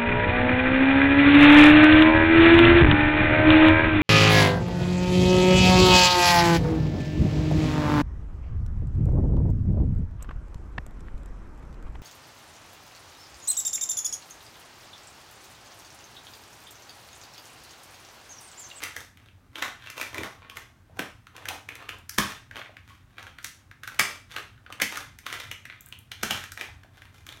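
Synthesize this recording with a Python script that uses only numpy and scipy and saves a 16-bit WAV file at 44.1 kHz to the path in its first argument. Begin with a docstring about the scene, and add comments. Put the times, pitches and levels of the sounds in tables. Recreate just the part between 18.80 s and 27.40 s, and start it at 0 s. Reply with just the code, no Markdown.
"""A close-packed foil rustle and a few sharp snaps: a snack bag turns in one hand, then scissors snip it.
Each move of the hand raises a swell of fine crinkles in which creases buckle in single snaps;
each hard cut cracks, rings the blades and thumps the air-filled bag like a drum.
One microphone, a couple of metres away in a small bedroom with a hard floor.
The room rings briefly after every snap, over a low building rumble."""
import sys
import numpy as np
from scipy import signal
from scipy.fft import rfft, irfft
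from scipy.io import wavfile

SR = 44100
rng = np.random.default_rng(int(sys.argv[2]) if len(sys.argv) > 2 else 0)


def dump_mix(stems):
    """Bounce the given channels to the path in sys.argv[1] as a 16-bit WAV at rate SR."""
    frames = np.atleast_2d(stems).T  # one column per channel
    limited = np.clip(frames, -1, 1)  # hard clip at full scale
    pcm = np.round(limited * 32767).astype(np.int16)
    wavfile.write(sys.argv[1], SR, pcm)


N = 379260

# what crumpled foil radiates: f/Hz, spectral level/dB
FOIL_SPECTRUM = [(280, -0.5), (480, -1.5), (930, -3.5), (1100, -4), (1530, 0), (2380, -0.5), (2700, -3),
                 (3250, -3), (4100, -6.5), (4950, -8.5), (6050, -7), (7600, -13.5), (9700, -13),
                 (10400, -15.5), (11400, -12.5), (13000, -14), (16000, -20.5)]
# the foil's body, middle and treble bands: lower f/Hz, upper f/Hz
FOIL_BANDS = [(260, 1200), (1200, 4200), (4800, 17000)]
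# rustle of the bag merely held: body/dB, middle/dB, treble/dB
HELD_DB = (-76, -89.5, -88)
# the hand slides and crumples the foil: t/s, hold/s, middle/dB, body/dB re middle, treble/dB re middle
HAND_MOVES = [(0.0, 0.081, -42.5, -8.5, -8), (.175, 0.017, -56, 0.5, 4), (.42, 0.014, -60.5, -3.5, -9),
              (0.783, 0.083, -46.5, -2.5, -8), (1.019, 0.064, -49.5, -13.5, -14),
              (1.168, 0.076, -47, -2, -5), (1.358, 0.094, -47.5, 5, -5.5), (1.631, 0.016, -56.5, -2, -33),
              (1.763, 0.0067, -52, -1, -3.5), (2.115, 0.023, -72, 5, -21), (2.19, 0.045, -56.5, 8, -4),
              (2.557, 0.09, -55, 3, -11.5), (2.71, 0.019, -54.5, 7.5, 0.5), (2.91, 0.025, -57.5, 0, -11),
              (2.99, 0.061, -53, -0.5, -15), (3.14, 0.007, -58, 4.5, -9), (3.345, 0.012, -56, -13, 4),
              (3.42, 0.085, -46, -4, -7), (3.758, 0.031, -48, -1, -14), (4.084, 0.026, -55, -15, -8.5),
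              (4.3, 0.038, -69.5, -11, -13), (4.39, 0.075, -53.5, -4.5, -13), (4.655, 0.01, -55, -34, 3.5),
              (5.11, 0.03, -57, -5, -10), (5.22, 0.068, -45.5, -2.5, -5), (5.521, 0.022, -48.5, -16, -9.5),
              (5.561, 0.019, -48.5, -1.5, -9), (5.9, 0.033, -59.5, 6.5, -12.5),
              (6.119, 0.072, -45.5, -5, -7.5), (6.482, 0.039, -44, -8.5, -8), (6.6, .03, -49.5, -8.5, -8),
              (6.925, 0.013, -56, -16, -18), (7.06, 0.024, -64, -20, -15), (7.439, 0.16, -44.5, -10, -8),
              (7.803, 0.0086, -44.5, -3.5, -7.5), (8.03, 0.009, -72, 4, -14), (8.14, 0.11, -65.5, -2.5, -7),
              (8.35, 0.068, -65.5, -3, -3.5), (8.5, 0.047, -59.5, 0.5, -4)]
# the quiet bedroom: f/Hz, relative spectral level/dB
ROOM_TONE = [(18, -58), (40, -5), (52, -9), (76, -3), (93, 3.5), (125, -4), (165, -14), (270, -13.5),
             (450, -30), (820, -29.5), (1600, -26.5), (3000, -35.5), (5000, -40), (16000, -46.5)]
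# single creases buckle: t/s, middle/dB before beaming, f/Hz, treble/dB re middle
CREASES = [(.037, -39.5, 2360, 0.5), (0.1651, -39, 1780, -6.5), (.373, -59.5, 2970, -8),
           (.487, -60.5, 2720, -21), (0.757, -41, 3220, -14), (0.8244, -30.5, 1430, -10.5),
           (1.102, -48, 2710, 0), (1.2138, -34.5, 2200, -6.5), (1.3452, -41, 1920, -9),
           (1.3823, -37.5, 2190, -12), (1.434, -39.5, 2030, -9), (1.6986, -47.5, 2780, -8.5),
           (1.7708, -41.5, 2150, -8), (2.4698, -53, 1340, -12.5), (2.5653, -51.5, 2970, -4),
           (2.656, -41.5, 1720, -10.5), (2.6873, -35.5, 2700, -4), (2.8895, -40, 2560, -13.5),
           (2.955, -49, 2200, -5), (3.0916, -37.5, 2780, -11.5), (3.2948, -48.5, 1480, 8.5),
           (3.712, -47, 1640, -18), (3.7683, -49.5, 1580, -8), (3.816, -45.5, 1550, -29),
           (3.8595, -50, 1980, -34), (3.969, -49, 1760, -20), (4.383, -44.5, 1520, -19.5),
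           (4.4283, -51.5, 1580, -7.5), (4.468, -49.5, 1570, -16), (4.586, -47, 1430, -16),
           (4.6454, -41.5, 1880, 1.5), (4.9135, -51, 1580, -17.5), (5.0351, -43.5, 1630, -9.5),
           (5.0765, -39, 1410, -9), (5.146, -52, 1760, -8), (5.5645, -35.5, 1330, -13.5),
           (5.778, -62.5, 1540, -29), (5.8639, -52, 1440, -25), (5.9255, -45, 2920, -7.5),
           (6.001, -36, 1640, -15), (6.158, -42, 1700, -8.5), (6.1726, -38, 1290, -4.5),
           (6.388, -54.5, 2060, 0.5), (6.4657, -37, 1160, -10.5), (6.527, -43.5, 1960, -6),
           (6.6008, -46, 3340, -4), (6.7148, -38, 2950, -8), (6.8543, -45.5, 2140, -11.5),
           (6.9, -45, 2020, -26), (6.925, -51.5, 1500, -26), (7.1252, -44.5, 2960, -13),
           (7.3177, -40.5, 3900, -8), (7.6393, -45, 1750, -6), (7.7203, -47.5, 1500, 0.5),
           (7.7756, -42.5, 1770, -12), (7.8116, -36.5, 2180, -11.5), (8.035, -57.5, 1520, -12),
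           (8.1786, -58, 1460, -21), (8.2203, -52, 1890, -14), (8.467, -52, 1130, -2),
           (8.4902, -45.5, 3420, -11), (8.525, -50, 3680, -8)]
# a crease sounds fuller the harder the bag is worked: rustle body/dB, snap body/dB re its middle
CREASE_BODY = [(-82, -19), (-59, -11.5)]
# standing resonances of the bedroom: f/Hz, gain/dB
ROOM_MODES = [(203, 6), (288, 0), (694, -22), (1104, 10), (1260, 8.5), (1532, 6.5), (1642, 1), (1983, 0),
              (2402, -0.5), (4599, -1)]
# decay of the bedroom's echoes: f/Hz, t60/s
ROOM_T60 = [(100, 0.36), (400, 0.22), (1200, 0.38), (2800, 0.36), (7000, 0.39), (15000, 0.2)]
# a panel of the bag pops in or out: t/s, level/dB, f/Hz
PANEL_POPS = [(0.825, -42.5, 755), (.878, -49, 740), (1.72, -55, 1100), (2.098, -60, 644),
              (2.708, -43, 845), (2.757, -49, 786), (3.895, -54, 660), (4.106, -58.5, 1080),
              (7.889, -54, 840), (8.048, -59.5, 680)]
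# the bag is jolted as it turns: t/s, level/dB
JOLTS = [(.826, -55), (1.388, -40), (1.413, -41), (2.7, -58)]
# modes of the air-filled bag: f/Hz, relative level/dB, t60/s
BAG_MODES = [(85.6, -12.5, 0.066), (121, -9.5, 0.064), (185, 1, 0.0228), (234.6, 0.5, 0.03),
             (288, -7.5, 0.037), (430, -5.5, 0.018)]
# the blades bite through and shut:
# t/s, crack/dB before beaming, f/Hz, treble/dB re crack, bag thump/dB, blade ring/dB
CUTS = [(2.1931, -33.5, 1490, -9.5, -37.5, -54), (3.3848, -24, 1180, -3.5, -29, -53),
        (5.1956, -21, 2380, -5, -38.5, -56), (6.0192, -25, 2040, -4.5, -40.5, -59),
        (7.433, -30.5, 1470, -3, -39, -62), (7.5087, -28.5, 2980, -7, -39.5, -53)]
# modes of the steel blades: f/Hz, relative level/dB, t60/s
BLADE_MODES = [(5200, 7, 0.32), (6160, -4, .12), (7000, -16, .12), (11200, 1.5, 0.074)]
# thin ticks of the taut film: t/s, level/dB
FILM_TICKS = [(2.953, -59), (3.187, -63), (7.0088, -51), (7.0615, -53), (7.088, -56), (7.1898, -55)]

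CUTOFF_HZ = 16200


def from_db(db):
    """Decibels to gain."""
    return 10 ** (np.asarray(db) / 20)


def unit_energy(x):
    """Scale so that the squares sum to one."""
    return x / np.sqrt(np.sum(x ** 2) + 1e-20)


def at_hz(points, hz):
    """Read a table on a log-frequency axis."""
    table_hz, values = np.transpose(points)
    return np.interp(np.log(hz + 1e-9), np.log(table_hz), values)


def band(x, edges_hz):
    """Band-pass between two edges."""
    return signal.sosfilt(signal.butter(4, edges_hz, "band", fs=SR, output="sos"), x)


def resonance(x, hz, q):
    """One mode: a stiff facet of foil between creases, or a standing wave in the room."""
    return signal.lfilter(*signal.iirpeak(hz, q, fs=SR), x)


def add(track, s, level_db, sound):
    """Lay in a short sound with the energy of 20 ms at the given rms level."""
    start = max(round(s * SR), 0)
    part = (from_db(level_db) * np.sqrt(SR / 50) * unit_energy(sound))[:N - start]
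    track[start:start + len(part)] += part


def crack(envelope, evenness):
    """A burst of tiny clicks, so many that its spectrum is partly evened out."""
    spectrum = rfft(envelope * rng.standard_normal(len(envelope)))
    return irfft(spectrum / (np.abs(spectrum) + 1e-9) ** evenness) * envelope ** 0.18


def struck(blows, modes, detune=0, size=8192):
    """Every blow rings a set of damped modes, in alternating signs."""
    out, t = np.zeros(N), np.arange(size) / SR
    hz, mode_db, t60 = np.transpose(modes)[:, :, None]
    for s, level_db in blows:
        shifted_hz = hz * (1 + detune * rng.standard_normal(hz.shape))
        rings = from_db(mode_db - 60 * t / t60) * np.sin(2 * np.pi * shifted_hz * t)
        add(out, s, level_db, rings[::2].sum(0) - rings[1::2].sum(0))
    return out


def foil_responses(size=512):
    """The foil's answer to one click, split into body, middle and treble."""
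    hz = np.arange(size + 1) * SR / (2 * size)
    cepstrum = irfft(np.log(from_db(at_hz(FOIL_SPECTRUM, hz))))
    causal = np.r_[cepstrum[0], 2 * cepstrum[1:size]]   # minimum phase
    click = irfft(np.exp(rfft(causal, 2 * size)))[:size]
    return [band(click, edges) for edges in FOIL_BANDS]


def handling_gains(swell_db_per_s=469, settle_db_per_s=213):
    """Rustle strength per band: each move swells, holds and settles, adding power to the held bag's."""
    t = np.arange(N) / SR
    power = from_db(HELD_DB)[:, None] ** 2 * np.ones(N)
    for s, hold_s, level_db, body_db, treble_db in HAND_MOVES:
        near = (t > s - .5) & (t < s + hold_s + .5)
        before_s, after_s = np.maximum(s - t[near], 0), np.maximum(t[near] - s - hold_s, 0)
        swell = from_db(level_db - swell_db_per_s * before_s - settle_db_per_s * after_s)
        power[:, near] += np.outer(from_db([body_db, 0, treble_db]), swell) ** 2
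    return np.sqrt(power)


def rustle(responses, crinkles_per_s=330, spread_db=4.5, ring_db=11, q=22, friction_db=-10, facets=14):
    """Countless crinkles, each ringing one facet, over the hiss of film rubbing on film."""
    sizes = from_db(spread_db * np.minimum(rng.exponential(1, N), 4)) * rng.choice([-1, 1], N)
    clicks = sizes * (rng.random(N) < crinkles_per_s / SR)
    facet_hit = rng.integers(0, facets, N)
    facet_hz = np.geomspace(600, 3600, facets)
    rings = sum(resonance(clicks * (facet_hit == k) + 1e-18, hz, q) for k, hz in enumerate(facet_hz))
    friction = from_db(friction_db) * clicks.std() * rng.standard_normal(N)
    drive = clicks + from_db(ring_db) * rings + friction
    return sum(np.sqrt(N) * unit_energy(signal.oaconvolve(drive, response)[:N]) * gain
               for response, gain in zip(responses, handling_gains()))


def room_tone(level_db=-55.5, swell_db=3, rumble_edge_hz=150, knots=110):
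    """Low building rumble that swells and sinks, with a faint steady hiss above it."""
    colour = from_db(at_hz(ROOM_TONE, np.arange(N // 2 + 1) * SR / N))
    noise = np.sqrt(N) * unit_energy(irfft(rfft(rng.standard_normal(N)) * colour, N))
    rumble = signal.sosfiltfilt(signal.butter(2, rumble_edge_hz, fs=SR, output="sos"), noise)
    swell = np.interp(np.arange(N), np.linspace(0, N, knots), rng.standard_normal(knots))
    return from_db(level_db) * (noise + rumble * (from_db(swell_db * swell) - 1))


def creases_and_cuts(cut_body_db=-3, body_per_thump=0.55):
    """Give each snap its body: fuller when the hand works the bag or the cut shakes it harder."""
    worked_db = 20 * np.log10(handling_gains()[0])
    creases = [(s, db, hz, np.interp(worked_db[int(s * SR)], *np.transpose(CREASE_BODY)), treble_db)
               for s, db, hz, treble_db in CREASES]
    cuts = [(s, db, hz, cut_body_db + body_per_thump * (thump_db - db), treble_db)
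            for s, db, hz, treble_db, thump_db, _ in CUTS]
    return creases + cuts


def snaps(responses, rise_s=0.00081, fall_s=0.00092, body_stretch=3.8, foot_db=-18, foot_s=0.024,
          q=4.1, size=1024):
    """Each snap is an avalanche of tiny buckles; returns its sound at the microphone and into the room."""
    direct, into_room, lead = np.zeros(N), np.zeros(N), size // 4
    t = (np.arange(size) - lead) / SR
    # the film strains before a loud snap, and settles after any
    foot = from_db(foot_db) * np.exp(-np.abs(t) / (foot_s * np.where(t < 0, .5, 1)))
    for s, level_db, hz, body_db, treble_db in creases_and_cuts():
        # a small snap rings one facet and beams its sound; a loud one runs longer, over many facets
        force = np.interp(level_db, [-50, -22], [0, 1])
        stretch, ring_db, beam_db = 1 + 0.58 * force, 8 - 5 * force, 1.5 * (1 - force)
        for response, colour_db, width in zip(responses, (body_db, 0, treble_db), (body_stretch, 1, 1)):
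            peak = np.exp(-np.abs(t) / (width * stretch * np.where(t < 0, rise_s, fall_s)))
            buckles = crack(peak + foot * np.where(t < 0, force, 1), evenness=.45)
            sound = np.convolve(buckles + from_db(ring_db) * resonance(buckles, hz, q), response)
            add(direct, s - lead / SR, level_db + colour_db + beam_db, sound)
            add(into_room, s - lead / SR, level_db + colour_db - beam_db, sound)
    return direct, into_room


def room_tail(onset_s=0.0015, spread_db=3, size=24000):
    """Dense uneven reflections that start at once and die away, each octave at its own rate."""
    t = np.arange(size) / SR
    echoes = rng.standard_normal(size) * from_db(spread_db * rng.standard_normal(size))
    spectrum, hz = rfft(echoes), np.arange(size // 2 + 1) * SR / size
    centres_hz, tail = 125 * 2 ** np.arange(8), np.zeros(size)
    for centre_hz, share in zip(centres_hz, np.eye(len(centres_hz))):
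        octave = irfft(spectrum * at_hz(np.c_[centres_hz, share], hz), size)
        tail += octave * from_db(-60 * t / at_hz(ROOM_T60, centre_hz))
    return unit_energy(tail * np.clip(t / onset_s - .5, 0, 1))


def bedroom(x, echo_db=-1, mode_t60_s=0.32, stretches=12):
    """Standing waves and echoes; the bag keeps moving, so each stretch of time meets new reflections."""
    q_per_hz = np.pi * mode_t60_s / np.log(1000)
    out = sum(from_db(db) * resonance(x, hz, q_per_hz * hz) for hz, db in ROOM_MODES)
    for stretch in np.array_split(np.arange(N), stretches):
        start = stretch[0]
        echoes = signal.fftconvolve(x[stretch], room_tail())[:N - start]
        out[start:start + len(echoes)] += from_db(echo_db) * echoes
    return out


def panel_pops(swell_s=0.00118, size=1024):
    """A whole panel flips over with a soft, pitched pop."""
    out, t = np.zeros(N), np.arange(size) / SR
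    for s, level_db, hz in PANEL_POPS:
        add(out, s - swell_s, level_db, t * np.exp(-t / swell_s) * np.sin(2 * np.pi * hz * t))
    return out


def bag_thumps():
    """The bag booms briefly at every jolt and cut; its pitch shifts a little with every new grip."""
    cut_blows = [(s, thump_db) for s, *_, thump_db, _ in CUTS]
    return struck(JOLTS + cut_blows, BAG_MODES, detune=0.087)


def blade_rings():
    """The steel rings as the scissors shut."""
    return struck([(s, ring_db) for s, *_, ring_db in CUTS], BLADE_MODES)


def film_ticks(fall_s=.0012, low_hz=7000, size=512):
    """The taut film slips by a hair: treble only."""
    out, t = np.zeros(N), np.arange(size) / SR
    for s, level_db in FILM_TICKS:
        slip = crack(np.exp(-t / fall_s), evenness=0.28)
        add(out, s - fall_s / 2, level_db, band(slip, (low_hz, CUTOFF_HZ)))
    return out


def scene(tick_room_db=-4):
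    """Bag and scissors in the bedroom, in mono, a couple of metres from the microphone."""
    responses = foil_responses()
    snaps_direct, snaps_into_room = snaps(responses)
    handling = rustle(responses) + panel_pops() + bag_thumps() + blade_rings()
    ticks = film_ticks()
    room = bedroom(snaps_into_room + handling + from_db(tick_room_db) * ticks)
    return (snaps_direct + handling + ticks + room + room_tone())[None]


def record(dry):
    """A steep low-pass takes the very top off the microphone signal."""
    return signal.sosfilt(signal.ellip(10, .1, 80, CUTOFF_HZ, fs=SR, output="sos"), dry)


dry = scene()
out = record(dry)
dump_mix(out)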